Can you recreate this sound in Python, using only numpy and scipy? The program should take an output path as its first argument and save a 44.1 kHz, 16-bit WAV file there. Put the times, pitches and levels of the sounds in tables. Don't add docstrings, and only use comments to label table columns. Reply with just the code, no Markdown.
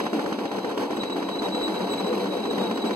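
import sys
import numpy as np
from scipy import signal
from scipy.fft import rfft, irfft
from scipy.io import wavfile
from scipy.ndimage import uniform_filter1d

SR = 44100
rng = np.random.default_rng(int(sys.argv[2]) if len(sys.argv) > 2 else 0)


def transcribe(signal):
    frames = np.atleast_2d(signal).T
    limited = np.clip(frames, -1, 1)
    pcm = np.round(limited * 32767).astype(np.int16)
    wavfile.write(sys.argv[1], SR, pcm)


def to_linear_factor(level_db):
    exponent = np.asarray(level_db, float) / 20
    return 10 ** exponent


N = 130095

# start_s, blow_db, load_db
KNIFE_A = [(0.0014, -20.5, 1.5), (0.1306, -23, 2.5), (0.2604, -24, 1.5), (0.3872, -26, 0.5),
           (0.515, -26.5, 2), (0.6459, -24, 0), (0.7754, -24, 3.5), (0.9063, -24.5, 0), (1.0339, -21.5, -3),
           (1.164, -28, 0), (1.2871, -24.5, -2), (1.42, -25.5, 1), (1.5468, -28, -0.5), (1.678, -23, -1),
           (1.8059, -24.5, -0.5), (1.935, -24.5, -0.5), (2.0646, -26.5, -0.5), (2.191, -36, 0),
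           (2.321, -33, -0.5), (2.4544, -25.5, -2), (2.5806, -24.5, 1), (2.7111, -22.5, -2),
           (2.841, -30, 1.5)]
# start_s, blow_db, load_db
KNIFE_B = [(0.0647, -22, -3), (0.1929, -23, 0.5), (0.3242, -21, -0.4), (0.4539, -22, -3),
           (0.5839, -26, -1.5), (0.7121, -26, -1), (0.839, -26.5, -1.8), (0.9696, -25.5, -0.4),
           (1.098, -26, -2.8), (1.2253, -25, -3), (1.3551, -29, -2.1), (1.4845, -26, -2),
           (1.612, -30, -0.6), (1.7417, -31, -0.5), (1.8735, -31, -0.5), (1.9999, -25, -1.5),
           (2.1282, -25.5, 0.1), (2.2566, -24, -2.5), (2.381, -31, -3), (2.509, -28, -0.3),
           (2.6464, -27.5, -1.1), (2.7739, -25, -1.6), (2.908, -23.5, 0.3)]
# start_s, level_db
KNOTS = [(0.045, -32), (.152, -31), (.531, -33), (.552, -25.5), (0.68, -29.5), (.894, -33), (.932, -23.5),
         (1.124, -29), (1.314, -30), (1.461, -22.5), (1.592, -37), (1.911, -29), (2.047, -29), (2.231, -40),
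         (2.357, -40), (2.425, -39), (2.496, -38)]
# time_s, load_db
FEED = [
    (0, 0.44),
    (.7, -0.2),
    (1.2, 1.5),
    (1.6, 1.74),
    (2.1, 2.5),
    (2.6, 2.5),
    (2.95, 0.9),
]
# freq_hz, level_db
BLOW_SPECTRUM = [(150, -29), (300, 3), (1000, 3), (1450, -4), (1750, -9.5), (6000, -24.5), (10000, -33.5),
                 (15500, -49)]
# freq_hz, t60_s
BLOW_DECAY = [(200, 0.2), (1000, 0.028), (4000, 0.12), (12000, 0.038)]
# freq_hz, level_db, t60_s
ANVIL_MODES = [(292.5, 2, 0.046), (419, -5.5, 0.052), (836, -6.5, 0.015), (999, -1, 0.03),
               (1174, -16.5, 0.04), (1410, -11.5, 0.016), (1797, -5, 0.031)]
# freq_hz, width_hz, level_db
CASING_MODES = [(100, 22, -26), (197, 28, -2.5), (228, 35, -4), (280, 16, 2.5), (318, 30, -1.5),
                (357, 30, -3.5), (420, 60, -2.5), (490, 26, -1.5), (560, 55, -7), (695, 65, -9),
                (790, 70, -10), (875, 80, -9.5), (975, 100, -12), (1100, 140, -16.5)]
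# time_s, level_db
FACING = [
    (0, 0.5),
    (1.3, 0),
    (1.9, -1.5),
    (2.3, 0.5),
    (2.95, 2.5),
]
# middle_s, pitch_hz, level_db
PANEL_RINGS = [(0.149, 230, -30), (0.149, 316.3, -28.5), (0.269, 274, -29), (0.399, 275, -38),
               (0.529, 284, -32), (0.651, 300.6, -31), (0.659, 486, -36), (0.787, 289, -31.5),
               (.84, 282, -30), (.91, 286, -47), (1.171, 277, -28.5), (1.24, 318, -31), (1.559, 303, -38),
               (1.691, 317, -25.5), (1.81, 220, -38), (1.84, 194, -28), (1.93, 408.6, -29),
               (2.049, 191, -29), (2.12, 488, -23.5), (2.149, 314, -33), (2.171, 194, -27),
               (2.24, 492, -25.5), (2.281, 304, -29.5), (2.29, 195, -27.5), (2.37, 492, -29),
               (2.41, 215, -30.5), (2.5, 480, -26.5), (2.53, 202, -32), (2.609, 218, -33), (2.68, 189, -34),
               (2.72, 415, -35), (2.74, 224.6, -28), (2.85, 412, -37), (2.87, 229, -29)]
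# middle_s, length_s, level_db, pitch_hz, overtone_gain_db
SQUEALS = [(.49, .08, -52, 3900, -3), (.63, 0.11, -53, 3996, -14), (.69, 0.073, -54, 3890, -7),
           (.92, 0.092, -55, 3965, -11), (.97, .04, -50.5, 3900, 19), (1.02, 0.058, -34.5, 3925, -1),
           (1.07, 0.057, -40, 3928, -2), (1.125, 0.079, -39.5, 3920, 2), (1.26, .06, -50, 3925, -7),
           (1.34, 0.092, -39.5, 3903, -7), (1.395, 0.025, -34.5, 4000, -4), (1.455, .07, -37, 3870, 0),
           (1.555, 0.088, -34, 3960, 1.5), (1.645, 0.11, -33, 3926, 3), (1.77, 0.034, -43, 3940, -11),
           (1.81, 0.032, -46, 3925, -9), (1.925, 0.076, -37.5, 3932, 14), (1.995, 0.055, -38, 3935, 9),
           (2.07, 0.098, -44, 3935, 5), (2.15, .04, -56, 3980, 3), (2.32, 0.064, -49, 3905, -5),
           (2.385, 0.078, -51, 3926, 0), (2.445, 0.036, -41, 3916, -5), (2.475, 0.022, -45, 3980, 6),
           (2.51, 0.04, -39.5, 3900, 3), (2.555, .03, -52, 3915, 0), (2.6, .04, -44, 3853, 0),
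           (2.636, 0.023, -34, 3895, 0), (2.668, 0.032, -37, 3880, -7), (2.765, .06, -46, 3915, 13),
           (2.83, 0.031, -38.5, 3915, 0), (2.875, 0.048, -37, 3966, 5.5), (2.935, 0.031, -43, 3890, 8)]
# multiple, level_db
SQUEAL_OVERTONES = [(2, -23), (3, -36), (4, -35)]
# time_s, level_db
SLIP = [(0, -47), (.42, -57), (.7, -51), (.74, -58), (.88, -60), (.93, -53), (1.2, -46.5), (1.7, -41),
        (2.2, -45.5), (2.4, -43.5), (2.95, -44.5)]
# multiple, level_db
SLIP_PARTIALS = [(1, -2.5), (2, -23.5), (3, -31), (4, -34)]
# freq_hz, level_db
RUSH_SPECTRUM = [(140, -14), (400, 4.5), (1000, -6.5), (1450, -9.5), (1750, -10.5), (4700, -17),
                 (6500, -25.5), (15500, -34.5)]
# start_s, level_db
CRACKS = [
    (.0003, -35),
    (.3263, -45),
    (.7746, -48),
    (.969, -45),
    (1.4379, -42),
    (1.7394, -44),
    (2.0786, -40),
    (2.1598, -43),
    (2.7138, -41),
]
# freq_hz, likeness_0_to_1
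LIKENESS = [(70, .45), (170, .96), (480, .93), (620, .55), (820, .97), (1150, .96), (1500, .35),
            (2000, .86), (3600, .86), (5400, .97), (7100, .85), (10700, .62), (13500, .15)]
# freq_hz, extra_phase_rad, left_over_right_db
PORTS = [(70, 1.3, 0), (170, 2.65, 1.5), (345, 1.5, -.4), (480, .4, 1.3), (600, .1, 6.7), (670, .9, 3.3),
         (1200, -.25, -1.5), (1400, -1.5, -.3), (1723, .3, -3.2), (2100, 0, 0)]

HZ = np.fft.rfftfreq(N, 1 / SR)
TIME_S = np.arange(N) / SR


def evened(x):
    return x / np.sqrt(np.mean(x ** 2) + 1e-20)


def read(points, hz, axis=1):
    p = np.array(points)
    return np.interp(np.log(hz + 1), np.log(p[:, 0] + 1), p[:, axis])


def curve(points):
    return np.interp(TIME_S, *np.transpose(points))


def coloured(x, gain):
    return irfft(rfft(x) * gain, N)


def slow(hz):
    return evened(coloured(rng.standard_normal(N), 1 / (1 + (HZ / hz) ** 4)))


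def pair(gain, patchy_db):
    same = np.clip(read(LIKENESS, HZ), 0, 1)
    a, b = rfft(rng.standard_normal((2, N)))
    spectra = np.array([a, same * a + np.sqrt(1 - same ** 2) * b])
    grid = signal.stft(irfft(gain * spectra, N), nperseg=256)[2]
    patches = rng.standard_normal(grid.shape[::-1][:2]).T
    patches = uniform_filter1d(patches, 5, 0)
    patches = evened(uniform_filter1d(patches, 8, 1))
    noise = signal.istft(grid * to_linear_factor(patchy_db * patches), nperseg=256)[1]
    return evened(noise[:, :N])


def load():
    sag_db_per_s, level_at_s = -9, 0.03
    start_s, _, load_db = np.array(sorted(KNIFE_A + KNIFE_B)).T
    last = np.maximum(np.searchsorted(start_s, TIME_S) - 1, 0)
    since_s = TIME_S - start_s[last]
    stepped_db = load_db[last] + sag_db_per_s * (since_s - level_at_s)
    return uniform_filter1d(stepped_db, size=130) + curve(FEED)


def blows():
    blow_gain_db = 1.26
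    noise = pair(to_linear_factor(read(BLOW_SPECTRUM, HZ)), patchy_db=0.8)
    t = np.arange(5000) / SR
    train, out = np.zeros(N), np.zeros((2, N))
    for start_s, blow_db, _ in KNIFE_A + KNIFE_B:
        train[max(round(start_s * SR), 0)] = to_linear_factor(blow_db + blow_gain_db)
    for band_hz, t60_s in BLOW_DECAY:
        share = read([(hz, hz == band_hz) for hz, _ in BLOW_DECAY], HZ)
        shape = (1 - np.exp(-t * band_hz / 1.64)) * to_linear_factor(-60 * t / t60_s)
        out += coloured(noise, share) * signal.oaconvolve(train, shape)[:N]
    return out


def knocks():
    knock_gain_db, lead_s, spread_db = -1.5, 0.002, 3.95
    out, t = np.zeros(N + 3000), np.arange(3000) / SR
    rows = KNIFE_A + KNIFE_B + KNOTS
    for row, luck in zip(rows, rng.random((len(rows), 2 * len(ANVIL_MODES)))):
        ring = np.zeros(3000)
        for k, (mode_hz, mode_db, t60_s) in enumerate(ANVIL_MODES):
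            level = to_linear_factor(mode_db - 60 * t / t60_s + spread_db * luck[k])
            pitch_hz = mode_hz * (0.963 + 0.077 * luck[-1 - k])
            ring += level * np.sin(2 * np.pi * (pitch_hz * t + 0.2 * luck[k - 1]))
        at = max(round((row[0] - lead_s) * SR), 0)
        attack = np.minimum(t / lead_s, 1)
        out[at:at + 3000] -= to_linear_factor(row[1] + knock_gain_db) * attack * ring
    return out[:N]


def casing(load_db):
    level_db, low_panels_hz = -30.5, 250
    power = np.zeros(len(HZ))
    for mode_hz, width_hz, mode_db in CASING_MODES:
        power += (to_linear_factor(mode_db) / (1 + ((HZ - mode_hz) / width_hz * 2) ** 2)) ** 2
    hum = pair(np.sqrt(power), patchy_db=0.5)
    low = coloured(hum, HZ < low_panels_hz)
    return to_linear_factor(level_db + load_db) * (hum - low + to_linear_factor(curve(FACING)) * low)


def rings():
    rise_s, t60_s = 0.018, 0.18
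    out, t = np.zeros(N + 9000), np.arange(9000) / SR
    shape = (1 - np.exp(-(t / rise_s) ** 2)) * to_linear_factor(-60 * t / t60_s)
    shape = shape / shape.max()
    for (middle_s, pitch_hz, level_db), phase in zip(PANEL_RINGS, rng.random(len(PANEL_RINGS))):
        at = round((middle_s - 1.6 * rise_s) * SR)
        out[at:at + 9000] += to_linear_factor(level_db) * shape * np.sin(2 * np.pi * (pitch_hz * t + phase))
    return out[:N]


def squeal():
    overtone_sag_hz, wander_hz, slip_width_hz = 12, 17, 107
    level, bright = np.zeros(N), np.zeros(N)
    for middle_s, length_s, level_db, _, over_db in SQUEALS:
        place = np.clip((TIME_S - middle_s) / length_s, -.5, .5)
        swell = to_linear_factor(level_db) * np.cos(np.pi * place) ** 1.48
        level += swell
        bright += to_linear_factor(over_db) * swell
    flutter = np.sqrt(2) * to_linear_factor(2.3 * slow(80))
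    pitch_hz = curve([(row[0], row[3]) for row in SQUEALS]) + wander_hz * slow(140)
    turns = np.cumsum(pitch_hz) / SR
    sagged = turns - overtone_sag_hz * TIME_S

    grips = level * np.sin(2 * np.pi * turns)
    for k, level_db in SQUEAL_OVERTONES:
        grips += to_linear_factor(level_db + 0.5 * slow(90)) * bright * np.sin(2 * np.pi * k * sagged)

    slip = np.zeros(N)
    for k, level_db in SLIP_PARTIALS:
        fuzz = 1 + slow(k * slip_width_hz) + 1j * slow(k * slip_width_hz)
        phase = turns if k == 1 else sagged
        slip += to_linear_factor(level_db) * (fuzz * np.exp(2j * np.pi * k * phase)).imag
    return flutter * grips + to_linear_factor(curve(SLIP)) * slip


def rush(load_db):
    level_db, load_follow, waver_db = -36, 1.16, 1.31
    gain = to_linear_factor(read(RUSH_SPECTRUM, HZ)) * (HZ > 85)
    level = to_linear_factor(level_db + load_follow * load_db + waver_db * slow(60))
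    return level * pair(gain, patchy_db=0.8)


def chips(load_db):
    level_db, load_follow, chips_per_s, left_db = -72, 1.2, 550, 3
    size = to_linear_factor(3.4 * np.minimum(rng.exponential(1, N), 6))
    size = size * (rng.random(N) < chips_per_s / SR)
    kind = rng.integers(0, 16, N)
    t, out = np.arange(200) / SR, np.zeros((2, N))
    for k, hz in enumerate(np.geomspace(2500, 12500, 16)):
        tick = np.sin(2 * np.pi * hz * t) * np.exp(-t * hz / 2.9) * (hz / 8000) ** 0.3
        out += to_linear_factor([[left_db], [0]]) * signal.oaconvolve(size * (kind == k), tick)[:N]
    return to_linear_factor(level_db + load_follow * load_db) * evened(out)


def cracks():
    tone_hz, decay_s, noise_share = 11700, 0.00066, 0.88
    out, t = np.zeros(N + 300), np.arange(300) / SR
    for (start_s, level_db), noise in zip(CRACKS, rng.standard_normal((len(CRACKS), 300))):
        at = round(start_s * SR)
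        burst = np.sin(2 * np.pi * tone_hz * t) + noise_share * np.diff(noise, prepend=0)
        out[at:at + 300] += to_linear_factor(level_db) * burst * np.exp(-t / decay_s)
    return out[:N]


def scene():
    load_db = load()
    cutter = blows() + knocks() + casing(load_db) + rings()
    chute = rush(load_db) + chips(load_db) + cracks()
    return cutter + squeal() + chute


def low_pass(x):
    return signal.sosfilt(signal.butter(12, 15800, fs=SR, output="sos"), x)


def record(dry):
    edge_hz, bass_cut_hz, port_delay_s = 15800, 92, 0.000562
    thud_db, thud_hz = 21, 75
    shrill = coloured(dry, HZ > 3500)
    thud = coloured(shrill ** 2, HZ / (HZ + 25) / (1 + (HZ / thud_hz) ** 4))
    band = np.clip((edge_hz - HZ) / 160, 0, 1) / np.sqrt(1 + (bass_cut_hz / (HZ + 1)) ** 12)
    heard = coloured(dry, band) + to_linear_factor(thud_db) * thud
    lag_rad = 2 * np.pi * HZ * port_delay_s - np.pi + read(PORTS, HZ)
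    tilt = to_linear_factor(read(PORTS, HZ, axis=2) / 2)
    left = coloured(heard[0], tilt * np.exp(-1j * lag_rad))
    right = coloured(heard[1], 1 / tilt)
    return low_pass(np.array([left, right]))


dry = scene()
out = record(dry)
transcribe(out)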